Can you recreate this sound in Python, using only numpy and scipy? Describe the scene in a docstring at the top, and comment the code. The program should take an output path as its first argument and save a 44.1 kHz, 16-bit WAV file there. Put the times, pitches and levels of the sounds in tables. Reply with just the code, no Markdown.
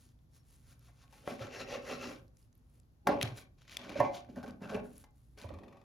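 """A serrated knife saws through a moist loaf down to a wooden board, which knocks and is then dragged over a table.
Random slips of teeth and crumbs make hiss and fizz, rasp in the overtones and drum the board modes; a squeal sings.
Knocks ring the board under a thud and a crack; ticks are short wavering rings, bumps low decaying tones.
A slice rocks on the blade, the table rumbles, feedback delays give the room, and air noise and hum lie below."""
import sys
import numpy as np
from scipy import signal
from scipy.fft import rfft, irfft, next_fast_len
from scipy.io import wavfile
from scipy.ndimage import uniform_filter1d

SR = 44100
rng = np.random.default_rng(int(sys.argv[2]) if len(sys.argv) > 2 else 0)


def store_wav(level_fs):
    """Save 16-bit WAV to argv[1]."""
    pcm = np.round(np.clip(np.atleast_2d(level_fs), -1, 1) * 32767)
    wavfile.write(sys.argv[1], SR, pcm.T.astype(np.int16))


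N = 257527
PAD = next_fast_len(N + SR)
HZ = np.maximum(np.arange(PAD // 2 + 1) * SR / PAD, 1)   # FFT grid

# Modes of the wooden board. Each row: pitch in Hz, decay t60 in s, then relative levels in dB
# under the knife, when dragged, when knocked, when it judders round.
BOARD = [(197.8, 0.26, -11, -1.5, -24, 4.5), (248.7, 0.22, 4, 3, -0.5, 6.5),
         (291.2, 0.17, -8, -2.5, -11.5, -5.5), (349.65, 0.035, -7.5, 0.5, -6, -11),
         (391, 0.17, -6.5, -8.5, -23.5, -15.5), (422.5, 0.16, -8, -4.5, -4.5, 1),
         (483, 0.062, -7, -17, -7.5, -23), (547, 0.065, 2, -7, -0.5, -6), (562, 0.047, -5.5, -2, 8.5, -4),
         (585, 0.081, -14, -13, -2, -4), (636.6, 0.11, -14.5, -8.5, -5, -0.5),
         (706.5, 0.17, -11, -7.5, -3.5, -8), (767.7, 0.13, -11.5, -5.5, -6.5, -6.5),
         (841.7, 0.13, -13, -8.5, -3, -10.5), (918, 0.09, -25, -13, -6, -19),
         (992, 0.14, -25.5, -9.5, -6, -19.5), (1106, 0.09, -25, -14.5, -2, -15)]


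def amp(db):
    """Decibels to gain."""
    return 10 ** (np.asarray(db) / 20)


def rms_one(x):
    """Scale to rms 1."""
    return x / np.sqrt(np.mean(x ** 2) + 1e-20)


def on_hz(points, axis=1):
    """One column of a frequency table, interpolated over log frequency on the FFT grid."""
    table = np.array(points)
    return np.interp(np.log(HZ), np.log(table[:, 0]), table[:, axis])


def shaped(x, response):
    """Filter by a frequency response."""
    return irfft(rfft(x, PAD) * response, PAD)[..., :N]


def drift(rate_hz):
    """Slow random wander of rms 1: low-passed noise on every hundredth sample, joined by lines."""
    pole = np.exp(-200 * np.pi * rate_hz / SR)
    slow = signal.lfilter([1], [1, -pole], rng.standard_normal(N // 100 + 402))[400:]
    return np.interp(np.arange(N) / 100, np.arange(len(slow)), rms_one(slow))


def swells(events, shapes):
    """One gain in time for each level column: every event swells to its peak and sinks again."""
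    t = np.arange(N) / SR
    gains = np.full((len(shapes), N), 1e-7)
    for peak_s, rise_s, fall_s, *levels_db in events:
        away = np.where(t < peak_s, (peak_s - t) / rise_s, (t - peak_s) / fall_s)
        near = away < 5
        for gain, level_db, (end_db, blunt) in zip(gains, levels_db, shapes):
            gain[near] += amp(level_db - end_db * away[near] ** blunt)
    return gains


def add(out, s, sound, pan_db):
    """Place a short sound in both channels; positive pan leans left."""
    i = round(s * SR)
    out[:, i:i + len(sound)] += (sound * amp([[pan_db / 2], [-pan_db / 2]]))[:, :N - i]


def mode(hz, t60):
    """Response of a damped mode, t60 at least 1 ms, that a unit click rings at height 1."""
    r = amp(-60 / (max(t60, 1e-3) * SR))
    w = 2 * np.pi * hz / SR
    z = np.exp(-2j * np.pi * HZ / SR)   # delay of one sample
    return np.sin(w) * z / (1 - 2 * r * np.cos(w) * z + r * r * z * z)


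def sawing():
    """Knife strokes, light in the crumb, heavy once the teeth reach wood, then the blade eases out."""
    # Each row: peak in s, rise in s, fall in s, then levels in dB of crumb hiss, board drumming,
    # board boom, crumb fizz.
    strokes = [(.02, 0.12, 0.15, -75.5, -102, -70.5, -69.5), (.37, 0.071, 0.041, -74, -97, -78, -68.5),
               (.53, 0.13, 0.11, -79, -117, -78, -68), (.72, 0.14, 0.051, -73, -80.5, -71, -67.5),
               (.875, 0.13, 0.067, -76, -77.5, -83, -71.5), (1.03, 0.13, 0.057, -73, -77, -73, -73.5),
               (1.14, 0.068, 0.36, -74, -71, -69.5, -69), (1.295, 0.045, 0.096, -62, -42.5, -45.5, -58.5),
               (1.425, 0.046, 0.11, -62, -44.5, -50, -71), (1.545, 0.05, 0.058, -61, -50.5, -76, -70),
               (1.615, 0.09, 0.039, -57.5, -44.5, -50.5, -61.5),
               (1.74, 0.11, 0.078, -56.5, -39, -48, -64.5), (1.915, 0.11, 0.086, -55, -40.5, -43.5, -59.5),
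               (2.04, 0.072, 0.097, -56.5, -47, -47, -66), (2.115, 0.18, 0.12, -68, -54, -58.5, -67),
               (2.41, 0.086, 0.1, -99, -100, -77, -74.5), (2.56, 0.052, 0.25, -99, -100, -79.5, -90),
               (2.77, 0.14, 0.071, -97, -86, -74, -77.5)]
    # Swell of hiss, drumming, boom, fizz. Each row: dB lost one rise or fall from the peak,
    # bluntness (low is pointed, high is flat-topped).
    stroke_shape = [(26.8, 1.94), (24.9, 1.04), (21.5, 0.94), (23, 1.5)]
    # Colour of the hiss. Each row: frequency in Hz, relative level in dB per Hz.
    hiss = [(1500, -4), (3000, -5.5), (4200, 0.5), (5500, 0), (7000, 1.5), (8500, -27), (11000, -16.5)]
    # In between the whole edge lies on the board and the blade rings along: start, end in s.
    flat_s = (1.5, 2.09)
    boom_lag_s = 0.029   # the boom builds up after the drumming
    tip, knife = (2, 5), (2, 2)   # level columns of the board and rasp tables

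    gains = swells(strokes, stroke_shape)
    gains[2] = np.roll(gains[2], round(boom_lag_s * SR))
    flat = (np.arange(N) > flat_s[0] * SR) & (np.arange(N) < flat_s[1] * SR)
    saw = friction(gains * ~flat, hiss, tip, rasp_db=3.5, hiss_per_s=5000, drum_per_s=970,
                   spread_db=0.0, catch_db=1.0)
    saw += friction(gains * flat, hiss, knife, rasp_db=4.0, hiss_per_s=5400, drum_per_s=1100,
                    spread_db=1.5, catch_db=1.0)
    return saw, gains


def dragging():
    """Shoves of board and loaf over the table; for a while the board judders round."""
    # Each row: peak in s, rise in s, fall in s, then levels in dB of hiss, drumming, boom, fizz.
    shoves = [(3.086, 0.015, 0.11, -61, -36, -34.5, -65), (3.24, 0.031, 0.092, -56, -49.5, -51.5, -58.5),
              (3.38, 0.025, 0.056, -58, -66.5, -70, -54), (3.585, 0.0099, .04, -75, -83.5, -86, -83),
              (3.62, 0.015, 0.04, -70.5, -88, -84, -75), (3.65, .01, 0.031, -80.5, -80, -85, -90),
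              (3.681, .006, .04, -63, -78, -93, -78), (3.731, 0.038, 0.06, -55.5, -68, -95, -61.5),
              (3.79, .03, 0.091, -70.5, -67, -70.5, -74), (3.841, 0.07, 0.3, -64, -56.5, -59, -75),
              (3.896, 0.012, 0.075, -64, -61.5, -53, -73), (3.977, 0.012, 0.088, -57.5, -70, -42, -69),
              (4.036, 0.11, 0.072, -71.5, -45.5, -43.5, -80), (4.154, 0.024, 0.053, -50.5, -78, -78, -58),
              (4.296, 0.013, 0.13, -77, -96, -52.5, -81), (4.372, 0.016, 0.064, -68, -48.5, -40, -73),
              (4.436, 0.0048, 0.048, -64, -47.5, -55.5, -71), (4.483, 0.03, 0.067, -70.5, -57, -44, -72),
              (4.621, 0.014, 0.17, -68, -50.5, -49.5, -72.5), (4.657, 0.036, 0.026, -84, -55, -51, -76),
              (4.702, 0.024, 0.073, -61.5, -60.5, -56.5, -70), (4.755, 0.04, 0.046, -64.5, -35, -36.5, -67),
              (4.85, 0.02, 0.068, -81, -64.5, -47.5, -71), (5.002, 0.14, 0.058, -79, -90, -68, -63.5),
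              (5.16, 0.019, 0.37, -102.5, -105.5, -76.5, -78.5),
              (5.378, 0.0053, 0.073, -66.5, -60, -82, -67), (5.432, 0.044, 0.055, -66.5, -71.5, -70, -66.5),
              (5.539, 0.1, 0.12, -87, -58, -49.5, -101), (5.641, 0.04, 0.074, -92, -58.5, -63, -86),
              (5.731, 0.064, 0.13, -89, -61.5, -60.5, -101)]
    # Swell of hiss, drumming, boom, fizz. Each row: dB lost one rise or fall from the peak,
    # bluntness (low is pointed, high is flat-topped).
    shove_shape = [(16, 1.3), (16, 1.37), (16, 0.87), (18, 1.3)]
    # Colour of the hiss. Each row: frequency in Hz, relative level in dB per Hz.
    hiss = [(1500, -2), (3000, 8), (4200, 6), (5500, 3), (7000, 2), (8500, -19), (11000, -19)]
    # Shoves that peak in this span judder the board round: start, end in s.
    judder_s = (4.35, 5.3)
    pull, judder = (3, 3), (5, 4)   # level columns of the board and rasp tables

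    turning = [judder_s[0] < row[0] < judder_s[1] for row in shoves]
    pulled = swells([row for row, turn in zip(shoves, turning) if not turn], shove_shape)
    turned = swells([row for row, turn in zip(shoves, turning) if turn], shove_shape)
    drag = friction(pulled, hiss, pull, rasp_db=2.5, hiss_per_s=2000, drum_per_s=500,
                    spread_db=0.5, catch_db=1.5)
    drag += friction(turned, hiss, judder, rasp_db=2.0, hiss_per_s=1200, drum_per_s=780,
                     spread_db=1.5, catch_db=2.0)
    return drag, pulled + turned


def friction(gains, hiss, place, rasp_db, hiss_per_s, drum_per_s, spread_db, catch_db):
    """Slips of teeth and crumbs hiss, rasp in the overtones and drum the board."""
    # Blade and board overtones. Each row: pitch in Hz, width in Hz, then relative levels in dB
    # under the knife, when dragged, when the board judders round, under the tip.
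    overtone_rows = [(1091, 100, -1, -0.5, -5.5, -5), (1338, 87, 5, -9.5, -20.5, -3),
                     (1528, 160, -11, -1, 1.5, -2.5), (1940, 420, 4.5, -1, -17.5, -2.5),
                     (2360, 140, -6, 0.5, -10.5, -6.5), (2680, 170, 6.5, -5, -10, -4.5),
                     (3220, 250, -13, -7, -30.5, -9), (3470, 2300, 3, -10.5, -30, 0),
                     (4110, 300, -3, -7.5, -29.5, -11), (4600, 90, -16, -17.5, -27, -21.5),
                     (5010, 90, -6, -14.5, -29, -16.5), (5300, 350, -8, -15, -29, -11.5),
                     (5780, 80, -5.5, -19.5, -28, -17), (6200, 90, -13, -16.5, -29, -19.5)]
    boom_split_hz = 350   # board modes below it boom, those above drum
    wood_share = 0.46   # the rasp lies between hiss and drumming
    catch_hz = 35   # the teeth catch unevenly
    drum_spread_db = 1.77

    hiss_gain, drum_gain, boom_gain = gains[:3]
    rasp_gain = amp(rasp_db) * hiss_gain ** (1 - wood_share) * drum_gain ** wood_share
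    board = [(m[0], m[1], m[place[0]]) for m in BOARD]
    drum_modes = [m for m in board if m[0] >= boom_split_hz]
    boom_modes = [m for m in board if m[0] < boom_split_hz]
    rasp_modes = [(m[0], np.log(1000) / np.pi / m[1], m[place[1]]) for m in overtone_rows]   # width to t60

    fine = amp(catch_db * drift(catch_hz)) * grains(hiss_per_s, spread_db)
    coarse = grains(drum_per_s, drum_spread_db)
    out = hiss_gain * rms_one(shaped(fine, amp(on_hz(hiss))))
    out += rasp_gain * body(fine, rasp_modes, wander_db=4)   # the rasp jumps from overtone to overtone
    out += drum_gain * body(coarse, drum_modes, wander_db=2.6)
    return out + boom_gain * body(coarse, boom_modes, wander_db=3.5)


def grains(per_s, spread_db):
    """Random slips of uneven size and sign."""
    sizes = amp(spread_db * np.minimum(rng.exponential(1, N), 5)) * rng.choice([-1, 1], N)
    return sizes * (rng.random(N) < per_s / SR)


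def body(slips, modes, wander_db, wander_hz=8):
    """Slips ring modes of (Hz, t60 s, dB); as the contact point moves, each mode comes and goes."""
    level = amp(np.array(modes)[:, 2:])
    shares = level * amp([wander_db * drift(wander_hz) for _ in modes])
    shares = shares / np.sqrt((shares ** 2).sum(axis=0))   # the summed power of the shares stays even
    out = np.zeros(N)
    push = rng.choice([-1, 1], N)     # each slip pushes every mode its own way
    for k, ((hz, t60, _), share) in enumerate(zip(modes, shares)):
        r = amp(-60 / (t60 * SR))
        w = 2 * np.pi * hz / SR
        kicks = slips * share * np.roll(push, k * 997) + 1e-18
        ring = signal.lfilter([0, np.sin(w)], [1, -2 * r * np.cos(w), r * r], kicks)
        out += ring / np.sqrt(t60)   # long modes gather more slips
    return rms_one(out)


def fizz(gain, per_s=5000, spread_db=4.0):
    """Dense tiny crumb grains above the hiss."""
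    # Each row: frequency in Hz, relative level in dB per Hz.
    colour = [(6000, -10), (8000, -2), (10000, -2), (13000, -12), (15000, -1), (16800, -22.5)]
    return gain * rms_one(shaped(grains(per_s, spread_db), amp(on_hz(colour))))


def squeal():
    """One blade mode sings faintly on some strokes, wavering a little in pitch and strength."""
    # Each row: peak in s, rise in s, fall in s, level in dB.
    songs = [(.375, .05, .06, -84), (1.335, .035, .035, -72), (1.612, .06, .05, -64),
             (1.93, .045, .045, -66), (2.068, .04, .045, -68)]
    hz = 5510 + 12 * drift(12)
    tone = np.sqrt(2) * amp(2.5 * drift(25)) * np.sin(2 * np.pi * np.cumsum(hz) / SR)
    return swells(songs, [(9.6, 6.9)])[0] * tone


def knocks(crack_t60=0.047, thud_t60=0.0022, narrow_db=6, rattle_db=-14):
    """A first contact and a short rattle drive the board modes near the favoured pitch, under a thud and a crack."""
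    # Each row: start in s, peak of the ring in dB, thud in dB before its filter, overtones in dB
    # against the board modes, crack in dB before its filters, favoured pitch in Hz, rattle t60 in s,
    # ring length as a multiple of the mode decay, pan in dB left over right.
    blows = [(.882, -60, -71, 6, -84, 1130, 0.064, 1.1, 4), (1.035, -59, -65, 3, -84, 980, 0.034, 1.1, 3),
             (1.126, -54.5, -56, -16, -61, 910, .02, 1.1, 6),
             (1.2766, -30, -11.5, 9.5, -60, 610, 0.012, .9, 2),
             (1.410, -40, -24, 17, -62, 406, 0.016, 1.1, 8),
             (3.0709, -14.5, -9.5, 14, -34, 582, 0.0022, .6, 1.5),
             (3.0853, -24, -28, 12, -52.5, 660, 0.02, .9, -8),
             (3.0976, -24.5, -26, 5.5, -60.5, 301, 0.015, .7, 0.5),
             (3.122, -29.5, -40, 1.5, -69, 563, 0.024, 1.1, -3),
             (3.957, -29.5, -39, -13, -66.5, 326, 0.011, 1.1, -1.5),
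             (4.0009, -15, -27, -5, -44.5, 839, 0.024, 1.3, -3.5),
             (4.046, -30, -34, -5, -69, 820, 0.03, 2.6, -3.5),
             (4.287, -51.5, -70, 6.5, -90, 702, 0.0064, 1.1, -8.5),
             (4.359, -43.5, -55, 18, -60.5, 361.4, 0.02, 1.1, -3),
             (4.43, -60, -33, -4, -58, 1138, 0.015, 1.1, 2),
             (4.479, -71, -34, -6, -57.5, 1056, 0.009, 1.1, 3.5),
             (4.614, -56, -59, -8, -78, 590, 0.024, 1.1, -5),
             (5.04, -53.5, -40.5, 2.5, -59, 1083, 0.0082, 1.1, 0),
             (5.443, -42, -32, -12, -78, 700, 0.062, .9, -6.5),
             (5.505, -43, -42, -2, -93, 616, 0.022, .9, -11)]
    # Overtones that only a blow wakes. Each row: pitch in Hz, t60 in s, relative level in dB.
    overtones = [(1360, 0.057, -14), (1455, 0.021, -11.5), (1610, 0.047, -5), (1640, 0.05, -5.5),
                 (1708, 0.024, -5.5), (1824, 0.043, -1.5), (1950, 0.03, -3), (2070, 0.12, -4),
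                 (2290, 0.043, 0), (2840, 0.089, -8.5), (3424, .03, 7)]
    spread_db = 3   # each blow wakes the modes unevenly

    out, t = np.zeros((2, N)), np.arange(SR // 2) / SR
    short = t[:SR // 10]
    hz, t60, level_db = np.vstack([np.array(BOARD)[:, [0, 1, 4]], overtones]).T
    high = np.arange(len(hz)) >= len(BOARD)
    signs = (-1) ** (np.arange(len(hz)) // 2)
    waves = np.sin(2 * np.pi * hz * t[:, None])
    chance = rng.standard_normal((len(blows), len(hz)))
    for row, own in zip(blows, chance):
        s, ring_db, thud_db, high_db, crack_db, favoured_hz, rattle_t60, length, pan_db = row
        off_pitch_db = narrow_db * np.log2(hz / favoured_hz) ** 2
        strength = signs * amp(level_db + high * high_db + spread_db * own - off_pitch_db)
        ring = (waves * amp(-60 * t[:, None] / (t60 * length))) @ strength
        noise = rng.standard_normal((2, len(short)))
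        contacts = noise[0] * amp(rattle_db - 60 * short / rattle_t60)
        contacts[0] = 1   # first contact
        ring = signal.fftconvolve(ring, contacts)
        thud = np.sin(2 * np.pi * 0.82 * favoured_hz * short) * amp(thud_db - 60 * short / thud_t60)
        thud = signal.lfilter([1, -1], [1, -.965], thud)     # the thud carries no deep bass
        crack = np.diff(noise[1], prepend=0) * amp(crack_db - 60 * short / crack_t60)
        crack = signal.lfilter([.8], [1, -1.2, .4], crack)     # wood dulls the top of the crack
        add(out, s, amp(ring_db) * ring / np.abs(ring).max(), pan_db)
        add(out, s, thud + crack, pan_db)
    return out


def ticks(swell_s=0.0015, ring_db=-3, bright_hz=3500, top_hz=11500):
    """Bursts that swell for a moment: a wavering ring at the pitch of the piece that snaps, plus bright noise."""
    # Ticks of blade, plastic and crumbs. Each row: start in s, overall level in dB, ring pitch in Hz,
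    # bright noise in dB before its filter, pan in dB left over right.
    pieces = [(0.0884, -63, 5800, -1, 4), (0.792, -56, 10900, -8, 0), (1.078, -58, 3050, -15, 3),
              (1.181, -59, 2280, -14, 14), (1.3925, -41, 2280, -22, 0), (2.279, -66, 5900, 1, -6),
              (2.3687, -55.5, 6410, -7, 3), (2.426, -60.5, 5000, -10, -8), (2.527, -60.5, 6000, -7, 1.5),
              (2.5514, -59, 12100, -23, 2), (2.577, -62, 11440, -36, -5), (2.698, -67, 9600, -30, -14),
              (2.798, -54.5, 7700, -10, 1), (3.2117, -21, 2423, -64, 1), (3.222, -35, 2210, -24, -25),
              (3.2268, -20, 3626, -3.5, 2), (3.6178, -51.5, 2476, -25, 1), (3.652, -57, 1603, -17, -7),
              (3.678, -48.5, 2440, -23, 1), (3.6945, -43, 2255, -33, 7), (3.7245, -42, 2400, -41, -9),
              (3.7682, -23, 3530, -14.5, 2), (3.8586, -60, 2025, -24.5, 18), (3.893, -39, 2330, -14.5, 8),
              (4.246, -54.5, 2260, -16, 4), (4.4974, -53, 2620, -16, 0), (4.507, -51.5, 4520, -5, 3),
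              (4.6893, -57, 2270, -35.5, 8), (4.744, -41.5, 2466, -8, 4), (4.763, -46, 2550, -24, -1),
              (4.955, -59, 6670, -20, 7), (4.9658, -59, 5900, -2, 9), (4.979, -42, 10560, -29.5, 0.5),
              (5.374, -54, 2540, -11, 9), (5.3858, -48, 6360, -13, 1), (5.4141, -42.5, 4290, -16, 3)]
    t60_s, loud_t60_s, loud_db = 0.01, 0.014, -22.5   # the big pieces ring longer

    out, t = np.zeros((2, N)), np.arange(SR // 25) / SR
    rows = pieces + stray_crumbs()
    noise = rng.standard_normal((len(rows), 2, len(t)))
    band = signal.butter(2, [bright_hz, top_hz], "band", fs=SR, output="sos")
    bright = signal.sosfilt(band, noise[:, 0])
    for (s, level_db, hz, bright_db, pan_db), hiss, waver in zip(rows, bright, noise[:, 1]):
        t60 = loud_t60_s if level_db > loud_db else t60_s
        ring = np.sin(2 * np.pi * hz * t + 0.39 * np.cumsum(waver))   # the phase wanders at random
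        tick = amp(ring_db) * ring + amp(bright_db) * hiss
        shape = np.where(t < swell_s, (t / swell_s) ** 3, amp(-60 * (t - swell_s) / t60))
        add(out, s, amp(level_db) * tick * shape, pan_db)
    return out


def stray_crumbs(count=14, level_db=-68, spread_db=4):
    """Rows of faint ticks, as stray crumbs drop at random moments and pitches."""
    when, pitch, size, side = rng.random((count, 4)).T
    levels_db = level_db + spread_db * (2 * size - 1)
    pitches_hz = 2000 * 5 ** pitch
    return list(zip(when * N / SR, levels_db, pitches_hz, np.full(count, -9), 8 * side - 4))


def rocking(touch_t60=0.053, pan_db=3, count=8):
    """The fallen slice rocks against the blade, quicker and softer: puffs of noise into the blade modes."""
    # Each row: pitch in Hz, relative level in dB, t60 in s.
    blade_modes = [(1175, 5, 0.016), (1890, -0.5, 0.014), (2530, -5.5, 0.021), (3040, -9, 0.0082),
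                   (3560, -6, 0.015), (4230, -3, 0.0035), (5200, -10, 0.0043), (7200, 0.5, 0.00089)]
    start_s, period_s, quicken_s = 5.49, .0497, .0005   # each gap is twice quicken_s shorter than the last
    puff_db, loss_db = -73, 1.54   # level into the modes, loss at each touch

    out, t = np.zeros((2, N)), np.arange(SR // 20) / SR
    for k, puff in enumerate(rng.standard_normal((count, len(t)))):
        s = start_s + k * (period_s - k * quicken_s)
        add(out, s, amp(puff_db - k * loss_db) * puff * amp(-60 * t / touch_t60), pan_db)
    return shaped(out, sum(amp(db) * mode(hz, t60) for hz, db, t60 in blade_modes))


def bumps(rise_s=0.0075):
    """The table top sways after a push, in low tones that rise fast and die away."""
    # Each row: start in s, level in dB before rise and decay, pitch in Hz, t60 in s.
    pushes = [(0.722, -52.5, 118, 0.16), (3.317, -35, 122.5, 0.19), (1.409, -32.5, 117, 0.11),
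              (3.234, -21.5, 118, 0.091), (4.002, -20, 128, 0.064), (5.446, -31.5, 93.6, 0.12),
              (5.519, -37, 82, 0.15)]
    out, t = np.zeros((2, N)), np.arange(SR // 2) / SR
    for s, level_db, hz, t60 in pushes:
        shape = amp(level_db - 60 * t / t60) * (1 - np.exp(-t / rise_s))
        add(out, s, shape * np.sin(2 * np.pi * hz * t), 0)
    return out


def rumble(boom_gain, waver_hz=4):
    """The table never quite rests under the hands and shakes with every boom of the board."""
    # Each row: frequency in Hz, relative level in dB per Hz.
    colour = [(30, -3.5), (55, 6.5), (85, 6.5), (120, 13), (160, 5), (220, -31.5)]
    rest_db, waver_db, below_boom_db = -67.5, -1.5, -18.5
    gain = amp(rest_db + waver_db * drift(waver_hz)) + amp(below_boom_db) * boom_gain
    gain = uniform_filter1d(gain, size=SR // 25)     # the heavy table cannot start at once
    return gain * rms_one(shaped(rng.standard_normal(N), amp(on_hz(colour))))


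def diffuse(mid, side):
    """Left and right from two unrelated signals, nearly alike in the bass."""
    # Each row: frequency in Hz, side against mid in dB.
    width = [(100, -10), (250, -6.5), (350, -4), (1000, 0), (2000, 4.5), (4000, 7), (7000, 1),
             (14000, -17.5)]
    side = shaped(side, amp(on_hz(width)))
    return np.array([mid + side, mid - side])


def room(x):
    """Two sets of twelve feedback delays whose loss follows the decay table."""
    # Each row: frequency in Hz, t60 in s.
    decay = [(100, 0.41), (500, 0.46), (3000, 0.2), (12000, 0.027)]
    tails = []
    for lags_s in rng.uniform(.02, .065, (2, 12)):
        loops = [amp(-60 * d / on_hz(decay)) * np.exp(-2j * np.pi * HZ * d) for d in lags_s]
        echoes = sum((-1) ** k * g / (1 - g) for k, g in enumerate(loops))
        tails.append(shaped(x, echoes / np.sqrt(12)))
    return diffuse(*tails)


def room_tone():
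    """Steady air noise and mains hum."""
    # Colour of the air. Each row: frequency in Hz, relative level in dB per Hz.
    air_colour = [(15, -37.5), (30, 1.5), (60, 5.5), (121, -5.5), (172, -7), (240, -9), (400, -20),
                  (700, -25), (1200, -31.5), (3000, -46.5), (6000, -44.5), (11000, -57.5), (14000, -45),
                  (16500, -69.5)]
    # Mains lines. Each row: pitch in Hz, level in dB rms.
    hum_lines = [(60, -70.5), (119, -78.5)]
    air = rms_one(shaped(diffuse(*rng.standard_normal((2, N))), amp(on_hz(air_colour))))
    t = np.arange(N) / SR
    hum = sum(amp(db) * np.sqrt(2) * np.sin(2 * np.pi * hz * t) for hz, db in hum_lines)
    return amp(-66) * air + hum


def ports(sound):
    """Two microphone ports differ in level and by a phase shift that grows in the treble."""
    # Each row: frequency in Hz, phase in radians by which the left leads, left over right in dB.
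    port_rows = [(100, 0, 0), (260, -.15, 0), (430, -.9, -1), (540, -.55, -3), (650, -.4, -2),
                 (730, .5, -1), (820, 1.2, 0), (950, -.6, -1), (1150, -.2, 0), (1300, .4, 1), (1900, .5, 1),
                 (2400, 0, 2), (2900, .2, 4), (3700, -.3, 3), (5600, .3, 2), (7000, -1.3, 0),
                 (8300, -np.pi, 0), (11400, -2 * np.pi, 0), (15000, -3 * np.pi, 0), (17000, -11, 0)]
    half = amp(on_hz(port_rows, axis=2) / 2) * np.exp(.5j * on_hz(port_rows))
    return shaped(sound, np.array([half, 1 / half]))


def scene():
    """Friction and blows, heard directly and through the room, over the room tone."""
    saw, saw_gains = sawing()
    drag, drag_gains = dragging()
    *_, boom_gain, fizz_gain = saw_gains + drag_gains
    direct = saw + drag + squeal() + rumble(boom_gain) + fizz(fizz_gain)
    direct = direct + knocks() + ticks() + rocking() + bumps()
    reverb = amp(-4.5) * room(direct.mean(axis=0))
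    return ports(direct + reverb + room_tone())


def record(dry):
    """The microphone loses the deepest bass; the top is cut."""
    dry = signal.sosfilt(signal.butter(2, 30, "high", fs=SR, output="sos"), dry)
    return signal.sosfilt(signal.cheby2(24, 70, 16800, fs=SR, output="sos"), dry)


dry = scene()
out = record(dry)
store_wav(out)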